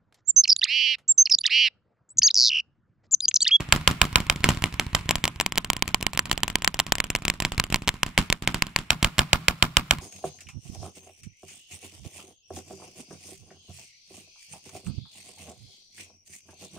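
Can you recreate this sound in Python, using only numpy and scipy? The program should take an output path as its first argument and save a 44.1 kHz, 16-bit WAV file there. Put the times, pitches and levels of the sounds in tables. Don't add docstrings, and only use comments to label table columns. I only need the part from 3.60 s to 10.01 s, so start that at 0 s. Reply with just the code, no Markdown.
import sys
import numpy as np
from scipy import signal
from scipy.io import wavfile
from scipy.ndimage import uniform_filter1d, minimum_filter1d

SR = 44100
rng = np.random.default_rng(int(sys.argv[2]) if len(sys.argv) > 2 else 0)


def magnitude_from_level(level_db):
    exponent = np.asarray(level_db, float) / 20
    return 10 ** exponent


def store_pcm(level_fs):
    pcm = np.round(np.clip(level_fs, -1, 1) * 32767).astype(np.int16)
    wavfile.write(sys.argv[1], SR, np.atleast_2d(pcm).T)


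N = 282673

# (delay [ms], share left [-], share right [-]); the early one is the bullet's crack
MIDDLE_BOUNCE = [(-.35, .06, 0.06), (0.452, 0.0094, 0.019), (0.952, 0.074, 0.12)]
# (delay [ms], share left [-], share right [-])
FAR_BOUNCE = [(-.35, 0.083, 0.074), (.25, 0.23, 0.069), (.55, 0.1, 0.083), (.92, 0.34, 0.035)]

# (shock gain [dB], scatter gain [dB], share of blast thrown back by the ground, sharpness of the front,
#        jacket ring gain [dB], top of the scatter [Hz], share of scatter that is sharp pushes)
MIDDLE_SHAPE = (1.1, 17, 6, 1.55, 29, -6, -14)
FAR_SHAPE = (1.78, 16, 7.5, 2, 25.5, -2.5, -12)
FAR_PATH = (0.1, 12.6, 0.51, 1.06, 3.2, 13300, 0.3)


def band(x, lo_hz, hi_hz):
    return signal.sosfilt(signal.butter(2, [lo_hz, min(hi_hz, .45 * SR)], "band", fs=SR, output="sos"), x)


def pair(size, like):
    mid, side = rng.standard_normal((2, size))
    like = np.clip(like, 0, 1)
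    return np.sqrt((1 + like) / 2) * mid + np.sqrt((1 - like) / 2) * side * np.array([[1], [-1]])


def fade(ms, decay):
    return (ms > 0) * np.exp(-np.maximum(ms, 0) / decay)


def lumps(size, step):
    steps = np.repeat(rng.standard_normal(size // step + 1), step)
    return uniform_filter1d(steps, step)[:size]


def earlier_fire(t):
    return band(pair(N, 0.8), 40, 1400) * magnitude_from_level(-17.5 - 60 * t / 0.08)


def distant_roar(t):
    # (time [s], level [dB])
    roar_weight = [(0.0, -38.5), (0.66, -41.5), (0.86, -48), (1.18, -41), (1.48, -41), (1.78, -46.5),
                   (2.09, -52), (2.6, -51), (3.5, -52), (4.12, -54), (4.68, -42.5), (4.84, -75),
                   (4.96, -41), (5.16, -47.5), (5.73, -44), (6.14, -54), (6.41, -43)]
    roar_db = np.interp(t, *np.transpose(roar_weight))
    roar = magnitude_from_level(roar_db) * band(pair(N, 0.19), 740, 2630)
    rumble_db = -21.5 - 2 * t
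    rumble = magnitude_from_level(rumble_db) * band(pair(N, 1.0), 41, 170)
    hiss_db = -63 + 0.29 * (roar_db + 54)
    hiss = magnitude_from_level(hiss_db) * band(pair(N, 0.22), 290, 10700)
    return roar + rumble + hiss


def spike(ms, edge):
    pulse = np.exp(-.5 * (ms / 0.028) ** 2)
    front = np.exp(-.5 * ((ms + 0.025) / 0.0069) ** 2)
    return pulse + edge * front


def shock_bounces(ms, bounces, bounce_db, edge):
    delay, *share = np.transpose(bounces)
    chance = rng.standard_normal((2, 2, len(delay)))
    late = delay + .02 * chance[0]
    size = np.array(share) * magnitude_from_level(1.5 * chance[1]) * magnitude_from_level(bounce_db)
    copies = size[..., None] * spike(ms - late[..., None], edge)
    return np.sum(copies, axis=1)


def scattered_grit(own, pushes):
    own_share = 0.59
    grit = np.sqrt(1 - own_share) * pair(2048, 0.48) + np.sqrt(own_share) * own
    grit = grit * np.abs(grit) ** .5
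    sharp = np.maximum(grit, 0) ** 1.57 - 0.5
    return (1 - pushes) * grit + pushes * sharp


def jacket_ring(ms, gain_db):
    ring_hz = 1039 * (np.array([[.96], [1.04]]) + .03 * rng.standard_normal((2, 1)))
    tones = np.sin(2 * np.pi * ring_hz * ms / 1000).sum(0)
    level = magnitude_from_level(-43 + gain_db + 1.5 * rng.standard_normal())
    return level * tones * fade(ms, 11.5)


def blast(ms, zero, second, decay):
    ms = np.maximum(ms, 0)
    stretch = min(np.log(2) / np.log(second / zero), 1)
    wave = np.sin(np.pi * (ms / zero) ** stretch) * np.exp(-ms / decay)
    wave = wave * (1 - np.exp(-ms / 0.24))
    return wave / np.abs(wave[ms > zero]).max()


def guns(shots, bounces, shape, place, path):
    zero, second, decay, scatter_ms, bank_ms, bank_db, crew_db = shape
    side_db, field_db, per_shock, per_scatter = place
    shock_gain_db, scatter_gain_db, thrown, edge, jacket_db, top_hz, pushes = path
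    own = pair(2048, 0.85)
    direct, sent = np.zeros((2, N + 2048)), np.zeros(N)
    left_late_ms = np.array([[.006], [0]])
    for s, shock_db, blast_db, scatter_db, *bounce_db in shots:
        start = int(s * SR) - 64
        ms = 1000 * ((start + np.arange(2048)) / SR - s)
        copies = shock_bounces(ms[:256], bounces, sum(bounce_db), edge)
        pan_db = side_db + 1.2 * rng.standard_normal()
        ports = magnitude_from_level(np.array([[pan_db], [-pan_db]]) / 2)
        shock = ports * spike(ms[:256] - left_late_ms, edge) + copies
        shock = np.pad(shock, ((0, 0), (0, 2048 - 256)))
        grit = scattered_grit(own, pushes)
        dull = band(signal.lfilter([.3], [1, -.75], grit), 300, top_hz)
        spray = ports ** 0.77 * dull * fade(ms - .3, scatter_ms)
        crew = magnitude_from_level(crew_db) * band(grit, 7200, 7800) * fade(ms - 4.5, 3.5)
        bank_after = ms - bank_ms - np.array([[0], [.2]])
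        bank = magnitude_from_level(bank_db) * band(dull, 600, 6200) * fade(bank_after, 0.56)
        ring = jacket_ring(ms, jacket_db)
        boom = ports ** 0.19 * blast(ms, zero, second, decay)
        boom = boom + thrown * np.exp(-.5 * ((ms - 6.4) / 1.7) ** 2)
        sound = magnitude_from_level(shock_db + shock_gain_db) * shock
        sound = sound + magnitude_from_level(blast_db) * (boom + bank)
        sound = sound + magnitude_from_level(scatter_db + scatter_gain_db) * (spray + crew)
        sound = sound + magnitude_from_level(0.44 * shock_db) * ring
        direct[:, start:start + 2048] += sound
        sent[int(s * SR)] += magnitude_from_level(field_db + per_shock * shock_db + per_scatter * scatter_db) ** 2
    return direct[:, :N], sent


def far_guns():
    # (time [s], shock [dB], blast [dB], scattered shocks [dB])
    far_shots = [(0.0051, -21, -21.5, -31.5), (0.1613, -14, -18, -26), (0.3114, -21, -20, -27),
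                 (0.4527, -16, -22, -33), (0.6032, -15, -21, -31), (0.7604, -17.5, -27.5, -38.5),
                 (0.889, -30, -11, -15), (0.9041, -15, -22, -30), (0.9474, -24, -29, -40),
                 (1.0579, -18, -25, -35), (1.3486, -10.5, -21, -18.5), (1.3505, -1, -24, -20),
                 (1.492, -0.5, -21.5, -23.5), (1.6406, 1, -23, -22.5), (4.2762, -4, -21, -32),
                 (4.3412, -28, -29.5, -45), (4.4638, -19, -25.5, -33.5), (4.588, -5.5, -16, -24),
                 (4.7015, 1, -19, -31), (4.823, -23, -26, -33), (4.9443, -13.5, -20, -23),
                 (5.0681, -19, -33, -43), (5.188, -19, -24.5, -32), (5.428, -1.5, -14.5, -20),
                 (5.5827, -8, -19, -22)]
    early = [shot for shot in far_shots if shot[0] < 3]
    late = [shot for shot in far_shots if shot[0] > 3]
    early_shape = (1.8, 11, 6.5, 2, 29, -20, -11.5)
    place = (-2.5, -28.5, -0.14, 0.64)
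    early_direct, early_sent = guns(early, FAR_BOUNCE, early_shape, place, FAR_PATH)
    late_direct, late_sent = guns(late, FAR_BOUNCE, FAR_SHAPE, place, FAR_PATH)
    return early_direct + late_direct, early_sent + late_sent


def farthest_guns():
    # (time [s], shock [dB], blast [dB], scattered shocks [dB])
    farthest_shots = [(0.0884, -45, -34, -38.5), (0.212, -28, -34, -39), (0.5283, -24, -33, -34),
                      (0.6672, -21, -35, -39), (0.8052, -31, -34, -38), (0.834, -37, -38, -33),
                      (0.9723, -27, -30.5, -31.5), (1.022, -17, -29, -25), (1.1249, -38, -38, -37.5),
                      (1.141, -21, -32.5, -36), (1.2655, -24, -30.5, -40), (1.3309, -26, -32.5, -37.5),
                      (1.5831, -40, -42, -44), (1.7597, -29.5, -38, -44), (3.2936, -39, -44, -57),
                      (3.9792, -12.5, -26.5, -23.5), (0.9176, -26, -31, -31), (1.3915, -26, -44, -42),
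                      (1.4103, -31, -39, -44), (1.4575, -34, -34.5, -43), (1.4852, -32, -43, -44),
                      (2.6275, -47, -44, -60), (5.1745, -31, -42, -42), (5.1794, -34, -44, -42),
                      (4.4912, -35, -48, -52), (6.3854, -23.5, -37, -45)]
    # (delay [ms], share left [-], share right [-])
    farthest_bounce = [(.25, 0.38, 0.059), (.55, 0.09, 0.25), (.95, 0.78, 1)]
    shape = (4.5, 10.5, 5, 2, 36, -5, -33)
    place = (0, -22, -0.24, 1.1)
    path = (-3.5, 9.5, -0.4, 1.9, 7, 9000, 0.3)
    return guns(farthest_shots, farthest_bounce, shape, place, path)


def nearest_gun():
    # (time [s], shock [dB], blast [dB], scattered shocks [dB])
    nearest_shots = [(0.124, 6.5, -18.5, -9), (0.2757, 6, -19, -10.5), (0.4155, 4, -19, -11.5),
                     (0.5573, 6.5, -20, -12.5), (0.6987, 2.5, -25, -19), (5.3048, 1.5, -26.5, -14.5),
                     (5.4454, -2.5, -21, -18.5), (5.5914, 0.5, -18.5, -13), (5.731, 3, -18, -12.5),
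                     (5.883, 4.5, -22, -15.5), (6.025, 4.5, -20, -12.5), (6.169, 6.5, -19.5, -15),
                     (6.3093, 4, -23, -14.5)]
    # (delay [ms], share left [-], share right [-])
    nearest_bounce = [(0.197, -2.63, -3), (0.383, 0.27, -0.4), (0.552, -0.85, 0.8), (0.739, -0.24, 0.2),
                      (.88, 0.71, -0.2), (1.052, 0.61, -0.26), (1.328, -0.02, 1.5), (1.752, -0.77, -0.35)]
    shape = (1.19, 5.5, 5, 2.5, 40.5, -2, -42)
    place = (-4, -21.5, 0.06, 0.65)
    path = (-0.5, 10.5, 1.35, -0.35, 6, 8000, -0.28)
    return guns(nearest_shots, nearest_bounce, shape, place, path)


def standout_shots():
    # (time [s], shock [dB], blast [dB], scattered shocks [dB])
    loud_shots = [
        (0.8424, 14.5, -24, -13),
        (1.0401, 8, -18.5, -22),
        (1.1971, 6.5, -36, -18),
        (3.8504, 4, -34, -21),
        (4.5779, 14.5, -39, -13.5),
        (4.8754, 9, -22.5, -16.5),
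    ]
    place = (-1.5, -26.5, 0.51, 0.95)
    path = (1, 9.5, 1.1, 0.1, -2, 14002, 0.27)
    return guns(loud_shots, MIDDLE_BOUNCE, MIDDLE_SHAPE, place, path)


def slow_gun():
    # (time [s], shock [dB], blast [dB], scattered shocks [dB])
    slow_shots = [(1.5093, -5, -34, -11.5), (1.6543, -5.5, -52, -39), (1.8105, -15.5, -41, -10.5),
                  (1.9766, -3.5, -41, -47), (2.1331, -16, -31, -30), (2.2782, -23, -28, -19),
                  (2.4273, -17.5, -26.5, -19.5), (2.5754, -7.5, -50, -44), (2.7287, -19, -24, -19),
                  (2.8799, -20, -28, -17.5), (3.0452, -22, -33, -9), (3.1921, -7, -60, -37),
                  (3.3535, -25, -30, -18), (3.5022, -18, -25, -12.5), (3.652, -14.5, -23.5, -17)]
    place = (6, -37.5, 0.5, 0.23)
    path = (2.6, 5, 0.13, 3.2, 5.2, 14000, 0.48)
    return guns(slow_shots, MIDDLE_BOUNCE, MIDDLE_SHAPE, place, path)


def quick_gun():
    # (time [s], shock [dB], blast [dB], scattered shocks [dB])
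    quick_shots = [(1.5558, -10, -22.5, -15.5), (1.6786, -10.5, -48, -19.5), (1.8007, -1.5, -39, -24.5),
                   (1.9224, -15, -33, -24.5), (2.0465, -16, -31, -23), (2.1665, -16, -32, -24.5),
                   (2.5334, -21, -31, -21), (2.7774, -15, -29, -21.5), (2.9008, -21, -30, -23.5),
                   (3.0214, -19.5, -32, -23.5), (3.1431, -21, -28.5, -21.5), (3.3836, -16.5, -35, -26),
                   (3.4413, -17.5, -29.5, -20), (3.5606, -16.5, -28, -21), (3.6813, -4, -30, -17),
                   (3.8022, -11.5, -26, -18), (3.9198, -29, -23, -20), (4.0398, -16, -29, -22),
                   (4.1597, -11.5, -32, -24), (4.2815, -5.5, -38, -16)]
    shape = (0.85, 15.5, 11, 1.15, 27, 1, -16)
    place = (-0.5, -38, -0.36, 0.93)
    path = (3.6, 8.1, 0.17, 1.2, 2.1, 15600, 0.64)
    return guns(quick_shots, MIDDLE_BOUNCE, shape, place, path)


def second_gun():
    # (time [s], shock [dB], blast [dB], scattered shocks [dB], bounces [dB])
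    second_shots = [(1.8626, -6, -36, -17, 2), (1.9813, -4, -48, -18, -0.5), (2.1015, 0, -42, -20, 1),
                    (2.2237, -1, -40, -20, 0), (2.345, 2, -40, -13, 0.5), (2.4664, -4, -44, -17.5, 3.5),
                    (2.5924, -7, -45, -9, -4), (2.7142, -3.5, -45, -11.5, 0.5),
                    (2.8334, -1.5, -40, -18, -1), (2.9558, 1, -42, -22, -1), (3.0765, -5, -30, -10.5, 2),
                    (3.1998, -6, -39, -9.5, 5.5), (3.3217, 0, -44, -7, -1.5)]
    # (delay [ms], share left [-], share right [-])
    second_bounce = [(-.35, 0.19, 0.31), (0.448, -0.15, 0.53), (0.932, 0.39, 0.54), (1.031, 0.18, 0.5),
                     (1.45, -0.075, -0.51), (1.896, -0.044, 0.067)]
    shape = (1.5, 3.5, 11, 1.08, 17, -30, -18)
    place = (1.5, -50.5, 0.1, 0.1)
    path = (0.081, 7.4, 0.15, 1.29, 2.5, 35000, 0.91)
    return guns(second_shots, second_bounce, shape, place, path)


def far_guns_under():
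    # (time [s], shock [dB], blast [dB], scattered shocks [dB])
    under_shots = [(1.9571, -16, -35, -44), (2.2563, -43, -39, -44), (2.2892, -22, -32, -37),
                   (2.4061, -30, -32, -53), (2.411, -17, -41, -50), (2.5491, -64, -33, -39),
                   (2.6557, -18, -39, -33.5), (2.6972, -18, -32, -43), (2.8433, -18, -32, -55),
                   (2.9858, -27, -34, -56), (3.2663, -16.5, -34, -37.5), (3.6213, -29, -32, -38),
                   (3.7387, -28, -32, -39.5), (3.8222, -18, -23.5, -27), (3.8565, -16, -27.5, -66),
                   (4.1016, -25, -26.5, -33.5), (4.1248, -17, -19, -24.5), (4.2206, -26, -28, -40)]
    place = (-1.5, -31, 0.4, 0.3)
    return guns(under_shots, FAR_BOUNCE, FAR_SHAPE, place, FAR_PATH)


def third_gun():
    # (time [s], shock [dB], blast [dB], scattered shocks [dB], bounces [dB])
    third_shots = [
        (3.4024, -5, -46, -15.5, 0.5),
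        (3.5514, -5.5, -37, -13.5, -6),
        (3.7003, -2, -43, -14.5, -3.5),
        (3.9986, -3.5, -23, -10.5, 3.5),
        (4.1437, 3, -29, -21, -2.5),
        (4.2905, -9, -27, -10.5, -3),
        (4.432, -3.5, -31, -10.5, 1),
        (4.7263, -3, -34, -10, 0.5),
        (5.0224, 3, -36, -18, -1.5),
        (5.1618, 1.5, -36, -11, -3.5),
    ]
    # (delay [ms], share left [-], share right [-])
    third_bounce = [(-.35, 0.25, 0.25), (0.45, 0.066, 1), (0.7, 0.0011, 0.24), (0.948, 0.5, 0.62),
                    (1.118, 0.4, 0.5), (1.45, -0.21, -0.21), (1.9, 0.23, 0.092)]
    shape = (1.5, 6, 4, 1.12, 25, -17, -30)
    place = (4.5, -44.5, 0.7, 0.3)
    path = (0.1, 7.2, 0.65, 1.03, 1.2, 12500, 0.65)
    return guns(third_shots, third_bounce, shape, place, path)


def field(sent, bands, mound_column, mound_db):
    # (delay [ms], share for nearest gun [-], share for the others [-])
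    mound_table = np.array([(9, 0.18, 0.28), (13.34, 0.75, 0.81), (17, 0.49, 0.095), (19.2, 0.37, 0.89),
                            (26.72, 0.91, 0.46), (30.6, 0.31, 0.43), (36.36, 0.15, 0.35),
                            (38.5, 0.23, 0.36), (43.66, 0.11, 0.25), (48.16, 0.25, 0.34), (53.6, .15, 0.16),
                            (59.44, 0.33, 0.13), (67, 0.17, 0.23), (82.15, 0.072, 0.15)])
    mounds = mound_table[:, mound_column]
    t, out = np.arange(SR) / SR, 0
    grainy = 2 * lumps(N, 110)
    shared = lumps(SR, 150)
    reach = SR // 4
    same = 0.68
    gap = (1000 * t - mound_table[:, :1]) / 1.24
    bump = np.exp(-.5 * gap ** 2)
    clumps = mounds @ bump
    thump = -magnitude_from_level(mound_db) * (mounds @ ((1 - 0.58 * gap ** 2) * bump))[:reach]
    mound_lag_ms = .55
    fixed = np.array([thump, np.roll(thump, int(mound_lag_ms * SR / 1000))])
    for lo_hz, hi_hz, onset, near, near_db, far, far_db, like in bands:
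        rise = 1 - np.exp(-(1000 * t / onset) ** 3)
        close_db = near_db - 60 * t / near + 1.24 * shared + 1.8 * lumps(SR, 150)
        close = rise * magnitude_from_level(close_db) * (0.81 + 1.3 * clumps)
        grain = band(pair(reach, like), lo_hz, hi_hz)
        fixed = fixed + np.sqrt(same) * close[:reach] * grain / np.std(grain)
        murmur = rise * magnitude_from_level(far_db - 60 * t / far)
        loose = (1 - same) * close ** 2 + murmur ** 2
        power = np.maximum(signal.fftconvolve(sent, loose)[:N], 0)
        wash = band(pair(N, like), lo_hz, hi_hz)
        swell = magnitude_from_level(grainy + 1.5 * lumps(N, 110))
        out = out + np.sqrt(power) * swell * wash / np.std(wash)
    return out + signal.oaconvolve(np.sqrt(sent)[None], fixed, axes=1)[:, :N]


def field_answers(near_sent, down_sent):
    # (low edge [Hz], high edge [Hz], onset [ms], near time to fall 60 dB [s],
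    # near level [dB], far time to fall 60 dB [s], far level [dB], left-right likeness [0-1])
    near_bands = [(25.3, 260, 14.6, 0.16, 0, 0.21, -15, 1), (132, 171, 5.8, 0.069, -15, 0.7, -9.5, 1),
                  (258, 610, 9, 0.13, -5.5, 0.8, -31, 0.7), (500, 1360, 16.4, 0.1, 7, 2, -28, 0.84),
                  (1060, 1500, 12, 0.12, 5, 2.3, -25, 0.3), (1680, 5000, 16.7, 0.11, 3.5, 2, -25.5, 0),
                  (4500, 18000, 3, 0.14, -7, 3.1, -34, 0)]
    # (low edge [Hz], high edge [Hz], onset [ms], near time to fall 60 dB [s],
    # near level [dB], far time to fall 60 dB [s], far level [dB], left-right likeness [0-1])
    down_bands = [(24.4, 250, 13, 0.14, 8.5, 0.28, -5, 1), (128, 300, 11, 0.17, -1.5, 0.53, -21, 1),
                  (282, 730, 4.7, 0.12, -4, 0.6, -28, 0.7), (545, 1660, 12, 0.14, 4, 0.92, -24, 0.81),
                  (1030, 1650, 5.7, 0.2, 0.5, 0.51, -20, 0.26),
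                  (1710, 5000, 4.4, 0.24, -2, 0.34, -18, 0.057),
                  (4660, 10000, 4.1, 0.33, -11.5, 0.74, -33, 0.067),
                  (11500, 18000, 10, 0.3, -17, 0.9, -40, 0.093)]
    answer = field(near_sent, near_bands, mound_column=1, mound_db=7)
    answer = answer + field(down_sent, down_bands, mound_column=2, mound_db=12.5)
    return signal.sosfilt(signal.ellip(8, .3, 40, 15700, fs=SR, output="sos"), answer)


def scene():
    near, near_sent = nearest_gun()
    others = [second_gun(), third_gun(), slow_gun(), quick_gun(), standout_shots(),
              far_guns(), far_guns_under(), farthest_guns()]
    down, down_sent = (sum(part) for part in zip(*others))
    answer = field_answers(near_sent, down_sent)
    t = np.arange(N) / SR
    return near + down + answer + earlier_fire(t) + distant_roar(t)


def patchy_treble(x):
    hz, _, cells = signal.stft(x, SR, nperseg=256)
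    wide, frames = 4, cells.shape[2]
    power = (np.abs(cells[:, 1:]) ** 2).sum(0)
    level = 10 * np.log10(power.reshape(-1, wide, frames).mean(1) + 1e-18)
    loudest_near = -minimum_filter1d(-level, size=15, axis=1)
    beside = level < loudest_near - 17.5
    dense = uniform_filter1d(beside.mean(0), size=120)
    luck = np.repeat(rng.random((len(level), frames // 2 + 1)), 2, axis=1)[:, :frames]
    silent = np.repeat(beside & (luck < .95 * dense), wide, axis=0)
    silent = silent & (hz[1:, None] > 4100)
    cells[:, 1:] *= ~silent
    return signal.istft(cells, SR, nperseg=256)[1][:, :N]


def roll_off(x):
    return signal.sosfilt(signal.butter(12, 16760, fs=SR, output="sos"), x)


def record(dry):
    # (frequency [Hz], width [Hz], share added [-], negative = dip)
    housing = [(175, 20, 0.18), (482, 180, -0.46), (1034, 61, 0.41), (1288, 25, -0.092), (1507, 180, -0.25),
               (2180, 220, 0.37), (2760, 950, 0.53), (6710, 1260, -0.26), (7290, 400, 0.93),
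               (11350, 800, -0.4), (14900, 3700, 0.53)]
    x = -band(dry, 20.8, 14400)
    for hz, width_hz, share in housing:
        x = x + share * signal.lfilter(*signal.iirpeak(hz, hz / width_hz, fs=SR), x)
    x = x + np.array([[-.18], [.18]]) * band(x, 10, 110)
    x = np.array([np.roll(x[0], 1), x[1]])
    x = np.clip(magnitude_from_level([[-.5], [.5]]) * x, -1, 1)
    x = signal.sosfilt(signal.ellip(6, .3, 30, 16500, fs=SR, output="sos"), x)
    mix = patchy_treble(x)
    return roll_off(mix)


dry = scene()
out = record(dry)
store_pcm(out)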